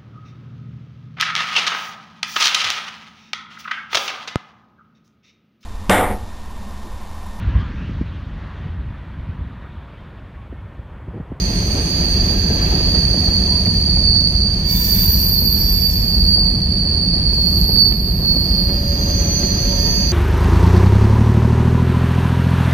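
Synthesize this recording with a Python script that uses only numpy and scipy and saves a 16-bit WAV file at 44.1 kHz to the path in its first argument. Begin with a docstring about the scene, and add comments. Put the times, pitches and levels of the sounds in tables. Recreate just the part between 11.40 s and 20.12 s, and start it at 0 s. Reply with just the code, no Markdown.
"""Freight train squealing through a curve

Covered hoppers roll through a cutting, heard from the bank. Wheel after wheel sticks and slips into a
squeal that drops in pitch as it passes, and the banks scatter it into a haze. One flange bites the rail
and screeches far up in the treble; a thin whistle follows as the wheel rolls away. Underneath, rough
treads make the cars rumble, the wheels roar and the rails ring, while slack trucks and couplers knock."""
import sys
import numpy as np
from scipy import signal
from scipy.fft import rfft, irfft
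from scipy.io import wavfile
from scipy.ndimage import uniform_filter1d, minimum_filter1d

SR = 44100
rng = np.random.default_rng(int(sys.argv[2]) if len(sys.argv) > 2 else 0)


def persist_wave(psi):
    """Save psi, clipped to +-1, as 16-bit WAV."""
    counts = np.round(np.clip(psi, -1, 1) * 32767).astype(np.int16)
    wavfile.write(sys.argv[1], SR, np.atleast_2d(counts).T)


N = 384552
TIME = np.arange(N) / SR
HZ = np.fft.rfftfreq(N, 1 / SR)

TRAIN_M_PER_S, SOUND_M_PER_S, TRACK_DISTANCE_M = 13, 343, 12
LEFT_LAG_S, MONO_BELOW_HZ, TOP_HZ = .00037, 900, 15850

# Levels in the tables are relative: each layer sets its own gain in the mix.
# wheels squealing on the main mode: (pitch at rest [Hz], abreast [s], start [s], stop [s], level [dB],
# hardest slip [s], flare there [dB])
SQUEALS = [(4540, -3, -0.3, 1.2, -37, 0.1, 2), (4598, 1.3, -0.3, 0.9, -32, 0.86, 7),
           (4499, 2.92, 1.8, 2.9, -28, 2.72, 12), (4486, 5.56, -0.1, 5.1, -22, 4.97, 7),
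           (4497, 5.56, 5.15, 6.05, -28, 5.98, 6), (4478, 6.72, 5.2, 6.5, -26, 6.43, 14.5),
           (4478, 6.72, 6.78, 7.3, -28, 6.92, 9), (4495, 5.5, 7.5, 8.72, -33, 8.05, 6),
           (4595, 10.5, 6.75, 8.72, -26, 8.55, 5.5)]
# squeal scattered by the banks: (time [s], level [dB])
BANK_ECHOES = [(0.0, -28.5), (0.36, -29.5), (0.75, -24), (1.16, -28), (1.63, -21), (2.89, -21.5),
               (3.35, -26.5), (3.98, -21), (4.47, -27), (4.86, -21.5), (5.17, -23.5), (6.31, -22),
               (6.72, -26.5), (7.12, -22), (7.5, -29), (8.72, -25)]
# modes of the screeching wheel: (pitch at rest [Hz], width [Hz], level [dB], lift at first bite [dB])
BITE_MODES = [(1770, 34, -32, 1), (2210, 62, -34, 7.5), (2790, 130, -34.5, 5), (3500, 88, -32.5, 12.5),
              (5500, 220, -15.5, -0.5), (6480, 370, -28, 4), (7470, 570, -26.5, -0.5), (8470, 270, -36, 9),
              (10300, 520, -33.5, 8), (11480, 480, -30.5, 11), (12500, 300, -32, 18), (13300, 90, -40, 22),
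              (14040, 260, -40, 31), (15250, 500, -53, 30)]
# its flange bites the rail twice: (start [s], attack [s], stop [s], level [dB])
FLANGE_BITES = [(3.232, 0.11, 3.81, -25.5), (4.05, 0.2, 4.54, -27)]
# wheels singing on other modes: (pitch at rest [Hz], abreast [s], start [s], attack [s], stop [s],
# fade [dB/s], direct level [dB], scattered level [dB]); a negative fade swells
SINGING_WHEELS = [(544, 11, 7.0, .35, 8.4, -4, -43, -59), (903, 11, 8.15, .35, 8.72, 3, -41, -51),
                  (958, 6, 1.9, .3, 2.35, 0, -51, -57), (958, 6, 3.1, .3, 3.75, 0, -51, -60),
                  (1560, 2, 0.8, .3, 1.25, 0, -46, -60), (1740, 11, 8.2, .3, 8.72, 0, -48, -54),
                  (6255, -4, -0.3, .3, 5.0, 3.8, -44, -35), (6150, 8.2, 7.25, .7, 8.72, -1.5, -39, -35),
                  (6130, 8.2, 7.65, .27, 7.96, 0, -29.5, -41), (6055, 14, 7.3, .9, 8.72, -4, -46, -50),
                  (8570, 3, -0.3, .3, 0.7, 0, -50, -58), (13335, 3.5, 6.02, .25, 6.45, 0, -40, -47),
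                  (13335, 3.5, 5.92, .33, 8.72, 1.8, -45, -43)]
# how hard the passing wheels roll: (time [s], wheel roar [dB], rail ring [dB])
ROLLING_LEVELS = [(0.0, -34, -43), (0.36, -29.5, -41), (0.95, -31, -42), (1.16, -30.5, -43),
                  (1.19, -29.5, -41), (2.99, -36, -49), (3.57, -37, -45), (3.84, -36, -48),
                  (4.54, -37, -48.5), (5.15, -36.5, -50.5), (5.78, -34.5, -48.5), (6.63, -36, -51.5),
                  (7.97, -32, -43.5), (8.72, -32.5, -43)]
# rumble of the car bodies: (frequency [Hz], level [dB])
RUMBLE_SPECTRUM = [(12, -20), (25, -12.5), (34, -4.5), (45, 1), (60, -0.5), (80, -2), (100, -6), (133, -12),
                   (170, -6), (195, -7.5), (230, -17.5), (300, -28), (500, -43.5), (1000, -96.5)]
# roar of the wheels: (frequency [Hz], level [dB])
ROAR_SPECTRUM = [(120, -34), (230, 1), (300, -1), (380, -2), (490, -8), (650, -9), (800, -12.5),
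                 (1000, -15.5), (1300, -18), (2000, -50), (5000, -64)]
# ring of the rails: (frequency [Hz], level [dB])
RAIL_SPECTRUM = [(700, -19), (1400, -4), (1650, 2), (1850, 0.5), (2150, 0), (2550, 1.5), (2950, -3),
                 (3300, -2.5), (3700, -3.5), (4300, 10), (5400, -2.5), (6500, -3.5), (8000, -20),
                 (15000, -36)]
# wheel modes that plain rolling keeps ringing: (pitch [Hz], width [Hz], level [dB])
ROLLING_MODES = [(1580, 13, -15), (1773, 57, -11.5), (1908, 70, -11.5), (2474, 87, -13), (2704, 48, -13),
                 (3257, 88, -13.5), (3357, 39, -15)]
# hiss of the flanges: (frequency [Hz], level [dB])
HISS_SPECTRUM = [(2000, -31), (5000, 0), (7000, 2), (8200, -13.5), (9400, -0.5), (10200, -8.5), (11300, -6),
                 (12500, 1.5), (13500, 4.5), (14200, -3), (15000, -8), (16000, -15)]
# flanges scraping along the rail head: (start [s], stop [s], level [dB])
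FLANGE_SCRAPES = [(3.25, 3.482, -36), (5.905, 6.1, -44), (6.33, 6.37, -56), (8.33, 8.39, -45)]
# knocks of trucks and couplers: (time [s], level [dB], treble [dB])
TRUCK_KNOCKS = [(1.102, -15.5, -29), (1.324, -20.5, -23.5), (1.546, -19, -22), (1.739, -17, -29),
                (1.774, -20, -26), (2.262, -18.5, -19), (2.57, -21, -20), (4.019, -21.5, -27),
                (4.979, -25, -26.5), (5.57, -27, -27), (6.292, -19, -31), (6.358, -25.5, -16),
                (6.519, -20.5, -18), (6.965, -22, -28), (7.294, -30, -13), (8.028, -19, -16)]
# resonances of a truck: (pitch [Hz], width [Hz], level [dB], time to fall 60 dB [s])
TRUCK_MODES = [(211, 98, 5, 0.18), (357, 350, -0.5, 0.12), (735, 300, -1.5, 0.037), (1830, 1700, -1, 0.049),
               (2900, 4800, -9, 0.13)]
# stereo image, narrow in the bass and wide on top: (frequency [Hz], left-right likeness [0 to 1])
STEREO_LIKENESS = [(60, 1), (130, .992), (290, .92), (640, .66), (1400, .35), (3000, .25), (16000, .2)]


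def squeal(hz, abreast_s, waver_hz, echo_db, echo_width_hz, octave_db=-60):
    """Stick-slip holds one wheel mode as a near-pure tone; moving reflections beat against it."""
    pitch = hz * doppler(abreast_s) + waver_hz * drift(9)[0]
    cycles = np.cumsum(pitch) / SR + rng.random()
    left_lag = hz * LEFT_LAG_S * np.array([[1], [0]])
    phase = 2 * np.pi * (cycles - left_lag) + drift(.99, channels=2)
    octave = amp(octave_db) * np.sin(2 * phase) * (2 * hz < TOP_HZ)
    return unit_rms(np.sqrt(2) * (np.sin(phase) + octave) + amp(echo_db) * ring(pitch, echo_width_hz))


def squealing_wheel(hz, abreast_s, start, stop, db, slip_s, flare_db):
    """One wheel squeals round the curve, a little louder close by, and flares where it slips hardest."""
    flare = amp(flare_db * np.exp(-.5 * ((TIME - slip_s) / .066) ** 2))
    nearness = TRACK_DISTANCE_M / np.hypot(TRAIN_M_PER_S * (abreast_s - TIME), TRACK_DISTANCE_M)
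    swell = envelope(start, stop, attack_s=.2 * (stop - start))
    tone = squeal(hz, abreast_s, waver_hz=3, echo_db=-5, echo_width_hz=30, octave_db=-38)
    return amp(db) * swell * nearness ** .22 * flare * tone


def haze(hz, spread, flutter_db, steepness=6):
    """Echoes from all sides carry every Doppler shift at once, smearing a mode into a band."""
    band = 1 / np.sqrt(1 + abs((HZ / hz - 1) / spread) ** steepness)
    return stereo_noise(band) * amp(flutter_db * drift(20))


def curve_squeal():
    """The lead voice: the main wheel mode, direct and scattered by the banks, with faint overtones."""
    direct = sum(squealing_wheel(*wheel) for wheel in SQUEALS)
    core = haze(4530, spread=.039, flutter_db=1.2, steepness=12)
    skirts = haze(4660, spread=.044, flutter_db=.8)
    octave = haze(9100, spread=.028, flutter_db=.8)
    twelfth = haze(13540, spread=.005, flutter_db=.6, steepness=3)
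    echoes = fader(BANK_ECHOES)
    main = amp(.93) * direct + echoes * (amp(.73) * core + amp(-9) * skirts)
    # harder slip sharpens the waveform, so the overtones grow faster than the haze
    sharpness = (echoes / amp(-21.5)) ** .2
    overtones = echoes * sharpness * (amp(-24.5) * octave + amp(-37) * twelfth)
    return main * pan(right_db=6.5) + overtones * pan(right_db=2)


def screech():
    """A flange bites the rail: the wheel's modes light up unevenly, then one high mode takes over."""
    hz, abreast_s, start, stop = 13270, 4.32, 3.21, 4.54
    shift = doppler(abreast_s)
    direct = squeal(hz, abreast_s, waver_hz=14, echo_db=3, echo_width_hz=60)
    direct *= envelope(start, stop, attack_s=.48, fade_db_per_s=13, release_db_per_s=59)
    # far echoes fill the whole Doppler band; those off the car side sink in pitch with the wheel
    far = haze(13280, spread=.027, flutter_db=.8, steepness=8)
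    near = ring(hz * shift, width_hz=520)
    echoes = amp(-22) * far + amp(-18) * near
    echoes *= envelope(start, stop, attack_s=.76, fade_db_per_s=9, release_db_per_s=31)
    contact = sum(amp(db) * envelope(grip_s, free_s, attack_s, release_db_per_s=32)
                  for grip_s, attack_s, free_s, db in FLANGE_BITES)
    first_bite = np.interp(TIME, [3.55, 3.95], [1, 0])
    modes = sum(amp(db + lift_db * first_bite + 2 * drift(14)) * ring(mode_hz * shift, width_hz)
                for mode_hz, width_hz, db, lift_db in BITE_MODES)
    return (amp(-16) * direct + echoes + amp(5) * contact * modes) * pan(right_db=2.5)


def singing_wheels():
    """Single wheels up and down the train sing on other modes, from a low groan to a thin whistle."""
    out = 0
    for hz, abreast_s, start, attack_s, stop, fade, direct_db, scattered_db in SINGING_WHEELS:
        direct = amp(direct_db + 2.5) * squeal(hz, abreast_s, waver_hz=3, echo_db=-1.5, echo_width_hz=26)
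        scattered = amp(scattered_db + 1.1) * haze(hz, spread=.029, flutter_db=.7)
        out = out + envelope(start, stop, attack_s, fade) * (direct + scattered)
    return out * pan(right_db=7.5)


def car_rumble():
    """Rough treads shake the car bodies: a low bed that eases up to a steady level."""
    level_db = np.interp(TIME, [0, 1.7], [-19.5, -17.5])
    return amp(level_db) * stereo_noise(amp(curve_at(RUMBLE_SPECTRUM, HZ)))


def wheels_on_rails():
    """Rough treads make the wheels roar and the rails ring; the same jolts shake both."""
    jolts = drift(8.4)
    roar = amp(2) * fader(ROLLING_LEVELS) * stereo_noise(amp(curve_at(ROAR_SPECTRUM, HZ)))
    roar *= amp(jolts + 1.12 * drift(40))
    # each wheel mode swells and shifts as one axle takes over from the last
    treads = sum(amp(db + 2 * drift(.9)) * ring(hz + 20 * drift(.5)[0], width_hz)
                 for hz, width_hz, db in ROLLING_MODES)
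    rails = stereo_noise(amp(curve_at(RAIL_SPECTRUM, HZ)))
    ringing = fader(ROLLING_LEVELS, column=2) * (amp(10) * rails + amp(4.5) * treads) * amp(.5 * jolts)
    return roar + ringing * pan(right_db=2.5)


def truck_knocks():
    """Slack steel parts strike: a short burst in the broad resonances of the truck."""
    out, size = np.zeros((2, N)), SR // 4
    t, hz = np.arange(size) / SR, np.fft.rfftfreq(size, 1 / SR)
    attack = 1 - np.exp(-t / .00088)
    for start, db, treble_db in TRUCK_KNOCKS:
        blow = 0
        for mode_hz, width_hz, mode_db, t60 in TRUCK_MODES:
            likeness = curve_at(STEREO_LIKENESS, mode_hz)
            centre = np.sqrt(likeness) * rng.standard_normal(size)
            sides = np.sqrt(1 - likeness) * rng.standard_normal((2, size))
            resonance = 1 / (1 + (2 * (hz - mode_hz) / width_hz) ** 2)
            mode = unit_rms(irfft(rfft(centre + sides) * resonance, size))
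            brightness_db = treble_db + 14 if mode_hz > 1500 else 0
            blow = blow + mode * amp(mode_db + brightness_db - 60 * t / t60)
        slot = out[:, round(start * SR):][:, :size]
        slot += (amp(db - 5.5) * attack * blow)[:, :slot.shape[1]]
    return out


def flange_hiss():
    """Flanges rub the rail head: a hiss that follows the ring of the rails, with a few short scrapes."""
    hiss = amp(-52.5) * (fader(ROLLING_LEVELS, column=2) / amp(-48)) ** 1.16
    scrapes = sum(amp(db) * envelope(start, stop, attack_s=.045, release_db_per_s=31)
                  for start, stop, db in FLANGE_SCRAPES)
    friction = stereo_noise(amp(curve_at(HISS_SPECTRUM, HZ))) * amp(1.4 * drift(20))
    return amp(2.5) * np.hypot(hiss, scrapes) * friction * pan(right_db=2.5)


def doppler(abreast_s):
    """Pitch factor of a passing wheel: sharp on the way in, flat on the way out."""
    ahead_m = TRAIN_M_PER_S * (abreast_s - TIME)
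    closing_speed = TRAIN_M_PER_S * ahead_m / np.hypot(ahead_m, TRACK_DISTANCE_M)
    return 1 / (1 - closing_speed / SOUND_M_PER_S)


def ring(hz, width_hz):
    """A resonance kept going by random friction, following the pitch curve hz."""
    phase = 2 * np.pi * np.cumsum(hz) / SR
    return sum(drift(width_hz / 2, channels=2) * wave(phase) for wave in (np.cos, np.sin))


def stereo_noise(spectrum):
    """Shaped noise of rms 1: nearly mono in the bass, wide and late on the left in the treble."""
    mid, side = rfft(rng.standard_normal((2, N)))
    likeness = curve_at(STEREO_LIKENESS, HZ)
    mid, side = mid * np.sqrt(1 + likeness), side * np.sqrt(1 - likeness)
    lag_s = LEFT_LAG_S * HZ ** 2 / (HZ ** 2 + MONO_BELOW_HZ ** 2)
    left = (mid + side) * np.exp(-2j * np.pi * HZ * lag_s)
    return unit_rms(irfft(np.array([left, mid - side]) * spectrum, N))


def drift(rate_hz, channels=1):
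    """Smooth random modulation of rms 1 that moves at up to about rate_hz."""
    step = 32
    hz = np.fft.rfftfreq(N // step, step / SR)
    slow = irfft(rfft(rng.standard_normal((channels, N // step))) / (1 + (hz / rate_hz) ** 2))
    return np.array([np.interp(np.arange(N) / step, np.arange(len(row)), row) for row in unit_rms(slow)])


def envelope(start, stop, attack_s, fade_db_per_s=0, release_db_per_s=45):
    """Builds up from the start, fades at the given rate and dies away after the stop."""
    attack = np.sin(np.pi / 2 * np.clip((TIME - start) / attack_s, 0, 1)) ** 2
    fade_db = fade_db_per_s * np.maximum(TIME - start, 0)
    release_db = release_db_per_s * np.maximum(TIME - stop, 0)
    return attack * amp(-fade_db - release_db)


def fader(rows, column=1):
    """Gain over time from a table of dB points."""
    rows = np.asarray(rows)
    return amp(np.interp(TIME, rows[:, 0], rows[:, column]))


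def curve_at(points, hz):
    """Reads a table along a log-frequency axis."""
    point_hz, value = np.transpose(points)
    return np.interp(np.log(hz + 1), np.log(point_hz + 1), value)


def pan(right_db):
    """Left and right gains, right_db apart; the near cars are on the right."""
    return amp([[-right_db / 2], [right_db / 2]])


def amp(db):
    """Decibels to gain."""
    return 10 ** (np.asarray(db) / 20)


def unit_rms(x):
    """Scales to rms 1."""
    return x / np.sqrt(np.mean(abs(x) ** 2) + 1e-20)


def scene():
    """The rolling bed of the train, with the squealing wheels on top."""
    bed = car_rumble() + wheels_on_rails() + flange_hiss() + truck_knocks()
    return bed + curve_squeal() + singing_wheels() + screech()


def record(dry):
    """A quick limiter holds the highest peaks, then a steep low-pass trims the very top."""
    gain = np.minimum(.92 / (abs(dry).max(0) + 1e-9), 1)
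    limited = dry * uniform_filter1d(minimum_filter1d(gain, size=400), size=400)
    lowpass = signal.firwin(511, TOP_HZ, window=("kaiser", 9), fs=SR)
    return signal.oaconvolve(limited, lowpass[None], "same")


dry = scene()
out = record(dry)
persist_wave(out)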